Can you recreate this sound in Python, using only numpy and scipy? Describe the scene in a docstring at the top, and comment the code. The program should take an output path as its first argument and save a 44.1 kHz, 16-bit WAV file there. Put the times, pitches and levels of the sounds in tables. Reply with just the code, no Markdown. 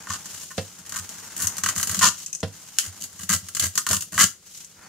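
"""On a desk in a quiet room, a hook-and-loop battery strap is peeled open and drawn out of a small drone frame.
Webbing slides as bursts of coloured noise; hooks let go singly and in rips, and each release
ticks, rings the taut strap and shakes the frame, all as filtered noise or pushes.
Tugs rock the frame as swelling sines; it knocks and clicks, once the strap end cracks free, and skin squeaks."""
import sys
import numpy as np
from scipy import signal
from scipy.fft import rfft, irfft
from scipy.io import wavfile

SR = 44100
rng = np.random.default_rng(int(sys.argv[2]) if len(sys.argv) > 2 else 0)


def waveform_to_disk(signal):
    """Save audio, clipped to [-1, 1], as 16-bit WAV at the path in sys.argv[1]."""
    frames = np.transpose(np.atleast_2d(signal))
    scaled = np.clip(frames, -1, 1) * 32767
    samples = np.round(scaled).astype(np.int16)
    wavfile.write(sys.argv[1], SR, samples)


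N = 215463
TIME = np.arange(N) / SR


def from_db(db):
    """Decibels to amplitude gain."""
    return 10 ** (np.asarray(db) / 20)


def at_hz(points, hz):
    """A spectrum in dB read on a log-frequency axis."""
    known_hz, db = np.transpose(points)
    return np.interp(np.log(np.maximum(hz, 1)), np.log(known_hz), db)


def in_time(rows):
    """The columns of a curve, sample by sample."""
    s, *columns = np.transpose(rows)
    return [np.interp(TIME, s, column) for column in columns]


def response(spectrum, size=4096):
    """Causal (minimum-phase) impulse response with the given spectrum, by folding its cepstrum."""
    gain = from_db(at_hz(spectrum, np.linspace(0, SR / 2, size // 2 + 1)))
    cepstrum = irfft(np.log(gain))
    cepstrum[1:size // 2] *= 2
    cepstrum[size // 2 + 1:] = 0
    return irfft(np.exp(rfft(cepstrum)))


def through(x, impulse):
    """Convolve along time."""
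    impulse = impulse if x.ndim == 1 else np.atleast_2d(impulse)
    return signal.oaconvolve(x, impulse, axes=-1)[..., :N]


def colour(x, spectrum):
    """Give white input a spectrum and keep its power."""
    impulse = response(spectrum)
    return through(x, impulse / np.linalg.norm(impulse))


# stereo spread of the two microphones: (freq_hz, side_re_mid_db)
WIDTH = [(60, -20), (100, -15), (200, -13.5), (500, -7.5), (1300, -8), (2700, -6.5), (4200, -1.5),
         (7000, -0.5), (15000, 0.5)]


def stereo_noise():
    """White noise at two microphones: alike in the bass, unrelated in the treble."""
    mid, side = rng.standard_normal((2, N))
    return mid + through(side, response(WIDTH)) * np.array([[1], [-1]])


def fade(power, decay_s):
    """Every packet of energy dies away exponentially."""
    keep = np.exp(-1 / (decay_s * SR))
    return signal.lfilter([1 - keep], [1, -keep], power + 1e-18)


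def grains(per_s, spread_db):
    """Random releases of uneven energy; mean power 1."""
    uneven_db = spread_db * np.clip(rng.standard_normal(N), -2, 2)
    energy = (rng.random(N) < per_s / SR) * from_db(uneven_db) ** 2
    return energy / energy.mean()


def bursts(times_s, levels_db, decay_s):
    """Power of sudden bursts that die exponentially, cut off after 0.1 s."""
    power = np.zeros(N)
    for s, db in zip(times_s, levels_db):
        start = int(s * SR)
        age = TIME[:min(N - start, SR // 10)]
        power[start:start + len(age)] += from_db(db) ** 2 * np.exp(-age / decay_s)
    return power


def impulses(times_s, levels_db):
    """One sharp push at each time."""
    pushes = np.zeros(N)
    pushes[(np.asarray(times_s) * SR).astype(int)] = from_db(levels_db)
    return pushes


def crackle(power):
    """Broadband fibre noise that follows a power envelope."""
    return np.sqrt(np.maximum(power, 0)) * stereo_noise()


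# webbing sliding under the fingers: (time_s, hiss_db, rub_db)
SLIDE = [(0, -48, -47.5), (0.22, -45, -50.5), (0.42, -40.5, -52.5), (0.5, -44.5, -61), (0.72, -50, -56.5),
         (0.87, -47, -50.5), (1.13, -44.5, -50.5), (1.22, -47.5, -52), (1.8, -46, -46.5),
         (2.23, -43.5, -59), (2.39, -58, -67), (2.54, -50, -57), (2.77, -47.5, -57), (2.92, -51, -57),
         (3.05, -50.5, -56.5), (3.45, -49.5, -61), (4.1, -54, -69), (4.4, -64, -67.5), (4.55, -43.5, -62.5),
         (4.74, -57, -62.5), (4.79, -58.5, -55), (4.88, -54.5, -51)]
# relative spectra of hiss and rub: (freq_hz, density_db)
WEBBING_HISS = [(1180, -53), (2000, -8), (2320, -9), (2910, 0.5), (3520, -3), (4690, -1), (6700, 5),
                (8930, -2.5), (14400, -9), (16000, -13.5)]
WEBBING_RUB = [(210, 1), (350, -1.5), (435, -5.5), (726, -4), (796, 0), (1630, 1.5), (2600, -7),
               (3380, -29), (5720, -120)]
# relative spectrum of the shaken frame, for hand rumble and hook releases: (freq_hz, density_db)
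FRAME_SHAKE = [(55, -7), (90, 3.5), (135, -3.5), (180, 3.5), (220, -0.5), (250, -12.5), (280, -2.5),
               (340, -13.5), (400, -15), (520, -17), (660, -11.5), (850, -23.5), (1200, -52), (2000, -74)]
SCRAPES_PER_S, SCRAPE_DECAY_S, SCRAPE_SHARE = 70, 0.0069, 0.55  # share of power that comes in scrapes
RUMBLE_DB, RUMBLE_FOLLOWS = -60.5, 0.46  # hands on the frame at mean rub; dB per dB of rub swing


def sliding(fibres_per_s, spread_db, catch_s):
    """Webbing drags over frame and skin in many tiny catches; grip and slip bunch them into scrapes."""
    hiss_db, rub_db = in_time(SLIDE)
    scrapes = 1 - SCRAPE_SHARE + SCRAPE_SHARE * fade(grains(SCRAPES_PER_S, spread_db), SCRAPE_DECAY_S)
    catches = fade(scrapes * grains(fibres_per_s, spread_db), catch_s)
    hiss = from_db(hiss_db) * colour(crackle(catches), WEBBING_HISS)
    rub = from_db(rub_db) * colour(crackle(catches), WEBBING_RUB)
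    rumble_db = RUMBLE_DB + RUMBLE_FOLLOWS * (rub_db - rub_db.mean())
    return hiss + rub + from_db(rumble_db) * colour(stereo_noise(), FRAME_SHAKE)


# relative spectrum of the room's background: (freq_hz, density_db)
ROOM_NOISE = [(18, -54), (30, 2), (79, -12), (145, -29), (364, -14.5), (554, -14.5), (740, -47),
              (1760, -22), (6720, -16.5), (14800, -31), (16000, -22)]
ROOM_NOISE_DB = -58


def room_noise():
    """Steady background: stereo noise with a fixed spectrum."""
    return from_db(ROOM_NOISE_DB) * colour(stereo_noise(), ROOM_NOISE)


STRAYS_PER_S, STRAY_RE_HISS_DB, STRAY_SPREAD_DB, STRAY_RING_DB = 12, 2.0, 3.5, -12.5


def stray_hooks():
    """Lone hooks catch and give at random as the webbing moves, louder with its hiss: rows like SNAPS."""
    caught = (rng.random(N) < STRAYS_PER_S / SR) & (TIME < RIPS[-1][0])
    db = in_time(SLIDE)[0] + STRAY_RE_HISS_DB + STRAY_SPREAD_DB * rng.standard_normal(N)
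    return [(s, level_db, STRAY_RING_DB) for s, level_db in zip(TIME[caught], db[caught])]


# clumps of hooks letting go at once: (start_s, tick_db, ring_re_tick_db)
SNAPS = [(0.0698, -43.5, 11.5), (0.103, -33.5, 5.5), (0.2569, -34, -9.5), (0.894, -32, -16),
         (0.9221, -31, -3.5), (1.091, -33.5, -19), (1.365, -29.5, -23), (1.377, -31, -15),
         (1.402, -31, -20), (1.4208, -22, -18), (1.47, -22.5, -14.5), (1.568, -30, -32), (1.582, -25.5, -8),
         (1.636, -18.5, -4), (1.6606, -20.5, 2), (1.687, -21.5, -2.5), (1.762, -26.5, -4.5),
         (1.779, -23.5, -9), (1.798, -25.5, -2.5), (1.811, -25.5, -22), (1.829, -18.5, -9),
         (1.872, -23, -16), (1.895, -23.5, -5.5), (1.913, -23.5, -13), (1.945, -23, -5.5),
         (1.968, -27.5, -9), (1.991, -18.5, -15), (2.067, -19.5, -25), (3.039, -28, -21),
         (3.233, -31.5, -10), (3.2925, -20, -5.5), (3.334, -17.5, -9), (3.486, -31.5, -9.5),
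         (3.5493, -24, -14), (3.568, -24, -6.5), (3.5962, -14.5, -17.5), (3.754, -24.5, -14.5),
         (3.7765, -14, -8), (3.8656, -21, -1.5), (3.889, -20, -14), (3.9108, -17.5, -11.5),
         (3.9304, -18, -7), (4.022, -27, -16), (4.178, -22.5, 7.5), (4.198, -16, -14), (4.208, -17.5, 3.5),
         (4.232, -15.5, -12)]
SNAP_SHAKE_DB, SHAKE_FOLLOWS = -34, 0.44  # shake at 0 dB tick; dB of shake per dB of tick


def snaps(spike_db, tick_s, spike_s, shake_s, recoil_s):
    """A clump of hooks gives with a sharp spike and a spray of ticks; the strap recoils as if plucked."""
    s, level_db, ring_db = np.transpose([*SNAPS, *stray_hooks()])
    ticks = bursts(s, level_db + spike_db, spike_s) + bursts(s, level_db, tick_s)
    # the spray's energy in one push
    plucks = impulses(s + recoil_s, level_db + ring_db) * np.sqrt(tick_s * SR)
    shakes = bursts(s, SNAP_SHAKE_DB + SHAKE_FOLLOWS * level_db, shake_s)
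    return radiate(crackle(ticks), plucks, crackle(shakes))


# relative spectrum of a hook's tick: (freq_hz, density_db)
HOOK_TICK = [(1350, -33), (2300, -17.5), (2570, -13), (2890, -3.5), (3270, -9), (3630, -11.5), (4620, -5.5),
             (5160, -8), (6740, 1), (9010, -7), (12500, -11), (15000, -16)]


def radiate(tick, ring, shake):
    """A release is heard as the hook's tick, the strap's ring and the frame's shake."""
    ticks = tilted(colour(tick, HOOK_TICK), pivot_hz=6800, share=1.0)
    rings = tilted(tensioned_ring(ring), pivot_hz=1350, share=0.68)
    return ticks + rings + colour(shake, FRAME_SHAKE)


def tilted(x, pivot_hz, share):
    """Rock the spectrum about a pivot as the peel angle changes."""
    tilt_db = share * grip()[0]
    low = signal.sosfiltfilt(signal.butter(2, pivot_hz, fs=SR, output="sos"), x)
    return low * from_db(-tilt_db / 2) + (x - low) * from_db(tilt_db / 2)


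def tensioned_ring(x):
    """A tighter strap rings higher: its modes run on a clock that follows the tension."""
    clock = np.cumsum(2 ** (grip()[1] / 12))
    clock *= (N - 1) / clock[-1]  # same total length, so pitch is relative to the mean rate
    ticks = np.round(clock).astype(int)
    pushes = np.array([np.bincount(ticks, channel, N) for channel in np.atleast_2d(x)])
    return np.array([np.interp(clock, np.arange(N), channel) for channel in strap_ring(pushes)])


# broad and narrow resonances of the taut strap, relative levels: (freq_hz, width_hz, gain_db)
STRAP_MODES = [(1053, 165, 5.5), (1188, 332, 2.5), (1292, 22, 9.5), (1494, 430, 3), (1458, 124, 10),
               (1522, 166, 1), (1887, 452, -5.5), (1869, 92, 3.5), (2915, 38, -5.5)]
STRAP_LOW_CUT_HZ = 684


def strap_ring(x, size=2048):
    """The strap rings in a few decaying modes of alternating sign and radiates little below them."""
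    age = TIME[:size]
    impulse = np.zeros(size)
    for k, (hz, width_hz, db) in enumerate(STRAP_MODES):
        decay = width_hz * np.exp(-np.pi * width_hz * age)
        impulse += (-1) ** k * from_db(db) * decay * np.cos(2 * np.pi * hz * age)
    low_cut = signal.butter(2, STRAP_LOW_CUT_HZ, "high", fs=SR, output="sos")
    impulse = signal.sosfilt(low_cut, impulse)
    return through(x, impulse / np.linalg.norm(impulse))


def grip():
    """Tilt (dB) and relative pitch (semitones), gliding between rips as peel angle and tension change."""
    return in_time([(start + length / 2, bright_db, pitch) for start, length, *_, bright_db, pitch in RIPS])


# stretches of strap torn open; levels at the hardest pull, ring halfway through its slackening:
# (start_s, length_s, crackle_db, ring_re_crackle_db, shake_db, brightness_db, relative_pitch_semitones)
RIPS = [(0.085, 0.079, -33.5, -3, -44, -7.5, -1), (0.505, 0.016, -42, 0.5, -67, 2, -1),
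        (0.936, 0.059, -30, -5.5, -46.5, -0.5, -0.5), (1.388, 0.097, -32, -9.5, -45.5, 6.5, -1),
        (1.667, 0.036, -27, -4, -43, -3.5, 0.17), (1.749, 0.068, -32.5, -18, -40.5, 4, 0),
        (1.904, 0.09, -35.5, -10, -41, 1.5, 0.5), (2.006, 0.084, -19, -2.5, -34, -9.5, -1.4),
        (2.826, 0.056, -38.5, -6, -49.5, 3, 0.5), (3.001, 0.035, -37, -22, -51, 0.5, -0.39),
        (3.19, 0.04, -39, -10, -53, 1.5, 0.5), (3.289, 0.073, -22.5, -7.5, -35, 0.5, 0.5),
        (3.604, 0.07, -25, -8.5, -37.5, 0, 1), (3.765, 0.028, -35, -7, -65, -0.5, -0.7),
        (3.898, 0.075, -24.5, -9.5, -37.5, 0, -1.5), (4.004, 0.014, -28.5, -23, -50, 2.5, -0.4),
        (4.12, 0.053, -34, -9.5, -39, 1, -0.77), (4.179, 0.069, -17, -5, -32, -4, 1.2)]
RIP_SWELL_DB, RIP_PEAK_SHARE, RIP_EASE_DB = 4.5, 0.566, 6
SLACKEN_DB = 10.5  # loss of ring from start to end of a rip


def rips(hooks_per_s, spread_db, tick_s, let_go_s):
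    """The peel line tears out hooks in uneven succession; pull swells and eases, ring fades with slack."""
    pull = np.zeros((3, N))
    for start, length, db, ring_db, shake_db, *_ in RIPS:
        progress = (TIME - start) / length
        peeling = (progress >= 0) & (progress <= 1)
        along = progress[peeling]
        effort_db = np.interp(along, [0, RIP_PEAK_SHARE, 1], [-RIP_SWELL_DB, 0, -RIP_EASE_DB])
        ring = db + effort_db + ring_db - SLACKEN_DB * (along - .5)
        pull[:, peeling] += from_db([db + effort_db, ring, shake_db + effort_db / 2]) ** 2
    hooks = grains(hooks_per_s, spread_db)  # the same hooks drive all three
    releases = fade(fade(pull, let_go_s) * hooks, tick_s)
    return radiate(*[crackle(power) for power in releases])


# tugs that rock the frame on the desk and flex its arms: (start_s, rocking_db, flexing_db)
TUGS = [(0.094, -36, -45), (0.99, -38.5, -48), (1.437, -33.5, -39.5), (1.63, -36.5, -42), (1.763, -35, -35),
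        (1.891, -32.5, -39.5), (1.974, -49, -31), (2.868, -37, -56), (3.19, -45, -47), (3.229, -42, -38.5),
        (3.297, -37, -28), (3.333, -34, -40), (3.422, -41, -44), (3.612, -33, -39), (3.648, -29.5, -39),
        (3.9, -25, -38), (3.94, -35, -33), (4.118, -48, -40), (4.209, -52, -31)]
# rocking and flexing mode: (freq_hz, swell_s)
ROCK_MODES = [(91, 0.014), (186, 0.0091)]


def rocking():
    """Each tug is a soft push that swells and dies within a few cycles of the frame's low modes."""
    s, *levels_db = np.transpose(TUGS)
    age = TIME[:SR // 4]
    total = np.zeros(N)
    for db, (hz, swell_s) in zip(levels_db, ROCK_MODES):
        swell = age / swell_s * np.exp(1 - age / swell_s)
        total += through(impulses(s, db), swell * np.sin(2 * np.pi * hz * age))
    return total


# frame knocking on the desk: (start_s, thud_db, clack_db, second_foot_delay_s)
KNOCKS = [(0.579, -32.5, -21.5, 0.0033), (2.43, -30, -25, 0.003), (3.906, -40, -28.5, 0.00301)]
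# modes of the frame on the desk top: (freq_hz, gain_db, t60_s)
DESK_MODES = [(97.3, -2, 0.18), (151, -8.5, 0.18), (172.4, 0, 0.1), (198.6, -10.5, 0.15),
              (270.7, -15, 0.21), (414, -17, 0.049), (463, 0.5, 0.065), (520, 1, 0.067), (647, -2, 0.079),
              (770, -7, .05), (945, -26, 0.033)]
# relative spectrum of the plastic clack: (freq_hz, density_db)
CLACK_COLOUR = [(180, -18), (300, -9), (680, -3.5), (1150, -16.5), (1800, -10), (2270, -19), (2770, -14.5),
                (4750, -17), (5550, -19.5), (12000, -35), (15600, -53), (22000, -120)]


def knocks(clack_s, rattle_s, contact_s, settle_db):
    """The frame drops one foot after the other: a plastic clack over the low modes of the desk top."""
    s, thud_db, clack_db, delay_s = np.transpose(KNOCKS)
    blows = impulses(s, thud_db) + impulses(s + delay_s, thud_db + settle_db)
    age = TIME[:SR // 2]
    desk = np.zeros(len(age))
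    for hz, db, t60_s in DESK_MODES:
        desk += from_db(db) * np.exp(-np.log(1000) * age / t60_s) * np.cos(2 * np.pi * hz * age)
    rattle = fade(bursts(s, clack_db, clack_s), rattle_s)
    return through(fade(blows, contact_s), desk) + colour(crackle(rattle), CLACK_COLOUR)


# buckle and strap edge clicking on the frame: (start_s, level_db)
CLICKS = [(1.47, -19), (2.262, -26), (2.3291, -24.5), (2.3497, -24.5), (2.404, -33), (4.6457, -35)]
# relative spectrum of a click: (freq_hz, density_db)
CLICK_COLOUR = [(1180, -39), (2000, -19), (2280, -56), (2530, -13), (2740, -19.5), (4120, -22.5),
                (6420, 1.5), (14900, -31), (16000, -37)]


def clicks(click_s):
    """Hard plastic touches the frame: a thin, high noise burst."""
    s, level_db = np.transpose(CLICKS)
    return colour(crackle(bursts(s, level_db, click_s)), CLICK_COLOUR)


# strap end cracking free: (start_s, level_db)
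CRACK = [(2.7856, -8.5)]
# relative spectrum of the crack: (freq_hz, density_db)
CRACK_COLOUR = [(410, -40), (700, -19), (1110, -24), (1330, -5.5), (1600, -6.5), (2080, -18.5), (3070, 1.5),
                (3790, -14), (4100, -4.5), (4610, -6), (7290, -0.5), (9230, -8.5), (11100, -7),
                (15400, -21), (16000, -7)]


def crack(crack_s, trail_db, trail_s):
    """The strap end whips out of its slot: a sharp noise burst over a weaker, longer one."""
    s, level_db = np.transpose(CRACK)
    power = bursts(s, level_db, crack_s) + bursts(s, level_db + trail_db, trail_s)
    return colour(crackle(power), CRACK_COLOUR)


# faint squeaks as the hand lifts off the frame: (start_s, level_db, start_pitch_hz)
SQUEAKS = [(4.735, -58, 5000), (4.832, -53, 4580), (4.866, -53, 6000)]
SQUEAK_SWELL_S, SQUEAK_SAG_HZ_PER_S = 0.011, 3000


def squeaks():
    """Skin slips on smooth plastic: a thin tone that swells, sags and dies."""
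    age = TIME[:SR // 8]
    swell = age / SQUEAK_SWELL_S * np.exp(1 - age / SQUEAK_SWELL_S)
    total = np.zeros(N)
    for s, db, hz in SQUEAKS:
        cycles = (hz - SQUEAK_SAG_HZ_PER_S * age / 2) * age
        total += through(impulses([s], db), swell * np.sin(2 * np.pi * cycles))
    return total


def room(x, near_db, near_s, tail_db, t60_s, gap_s):
    """Scatter from the desk and things on it, then the short tail of a small room."""
    age = TIME[:SR // 2]
    near = stereo_noise()[:, :len(age)] * np.exp(-age / near_s) * (age > gap_s)
    tail = stereo_noise()[:, :len(age)] * np.exp(-np.log(1000) * age / t60_s) * (age > 2 * gap_s)
    near *= from_db(near_db) / np.linalg.norm(near[0])
    tail *= from_db(tail_db) / np.linalg.norm(tail[0])
    return x + through(x, near + tail)


def scene():
    """Strap and frame close to the microphones, in a quiet room."""
    dry = sliding(fibres_per_s=540, spread_db=0.5, catch_s=0.0046)
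    dry += snaps(spike_db=-6.5, tick_s=0.004, spike_s=0.00015, shake_s=0.0098, recoil_s=0.00128)
    dry += rips(hooks_per_s=520, spread_db=2.0, tick_s=0.0012, let_go_s=0.0016)
    dry += rocking()
    dry += knocks(clack_s=0.005, rattle_s=0.0013, contact_s=0.0006, settle_db=10.5)
    dry += clicks(click_s=0.0024)
    dry += crack(crack_s=0.0016, trail_db=-13.5, trail_s=0.011)
    dry += squeaks()
    heard = room(dry, near_db=-12.0, near_s=0.015, tail_db=-9.5, t60_s=0.21, gap_s=0.0038)
    return heard + room_noise()


# balance of the two microphone ports: (freq_hz, left_re_right_db)
LEAN = [(60, -2.5), (140, -2), (400, -0.5), (3600, -.5), (4500, 0.5), (5500, 1.5), (6400, 6.5), (7300, 6.5),
        (8200, -2.5), (10000, -2.5), (15000, -3)]
LOW_CUT_HZ, CUTOFF_HZ = 65, 15600


def record(dry):
    """Each microphone port has its own colour; the deep bass rolls off, peaks are rounded, the top is cut."""
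    ports = []
    for x, side in zip(dry, (1, -1)):
        port_colour = [(hz, side * db / 2) for hz, db in LEAN]
        ports.append(through(x, response(port_colour)))
    low_cut = signal.butter(3, LOW_CUT_HZ, "high", fs=SR, output="sos")
    ports = signal.sosfilt(low_cut, np.array(ports))
    rounded = 1.05 * np.tanh(ports / 1.05)
    top_cut = signal.ellip(10, 0.2, 80, CUTOFF_HZ, fs=SR, output="sos")
    return signal.sosfilt(top_cut, rounded)


dry = scene()
out = record(dry)
waveform_to_disk(out)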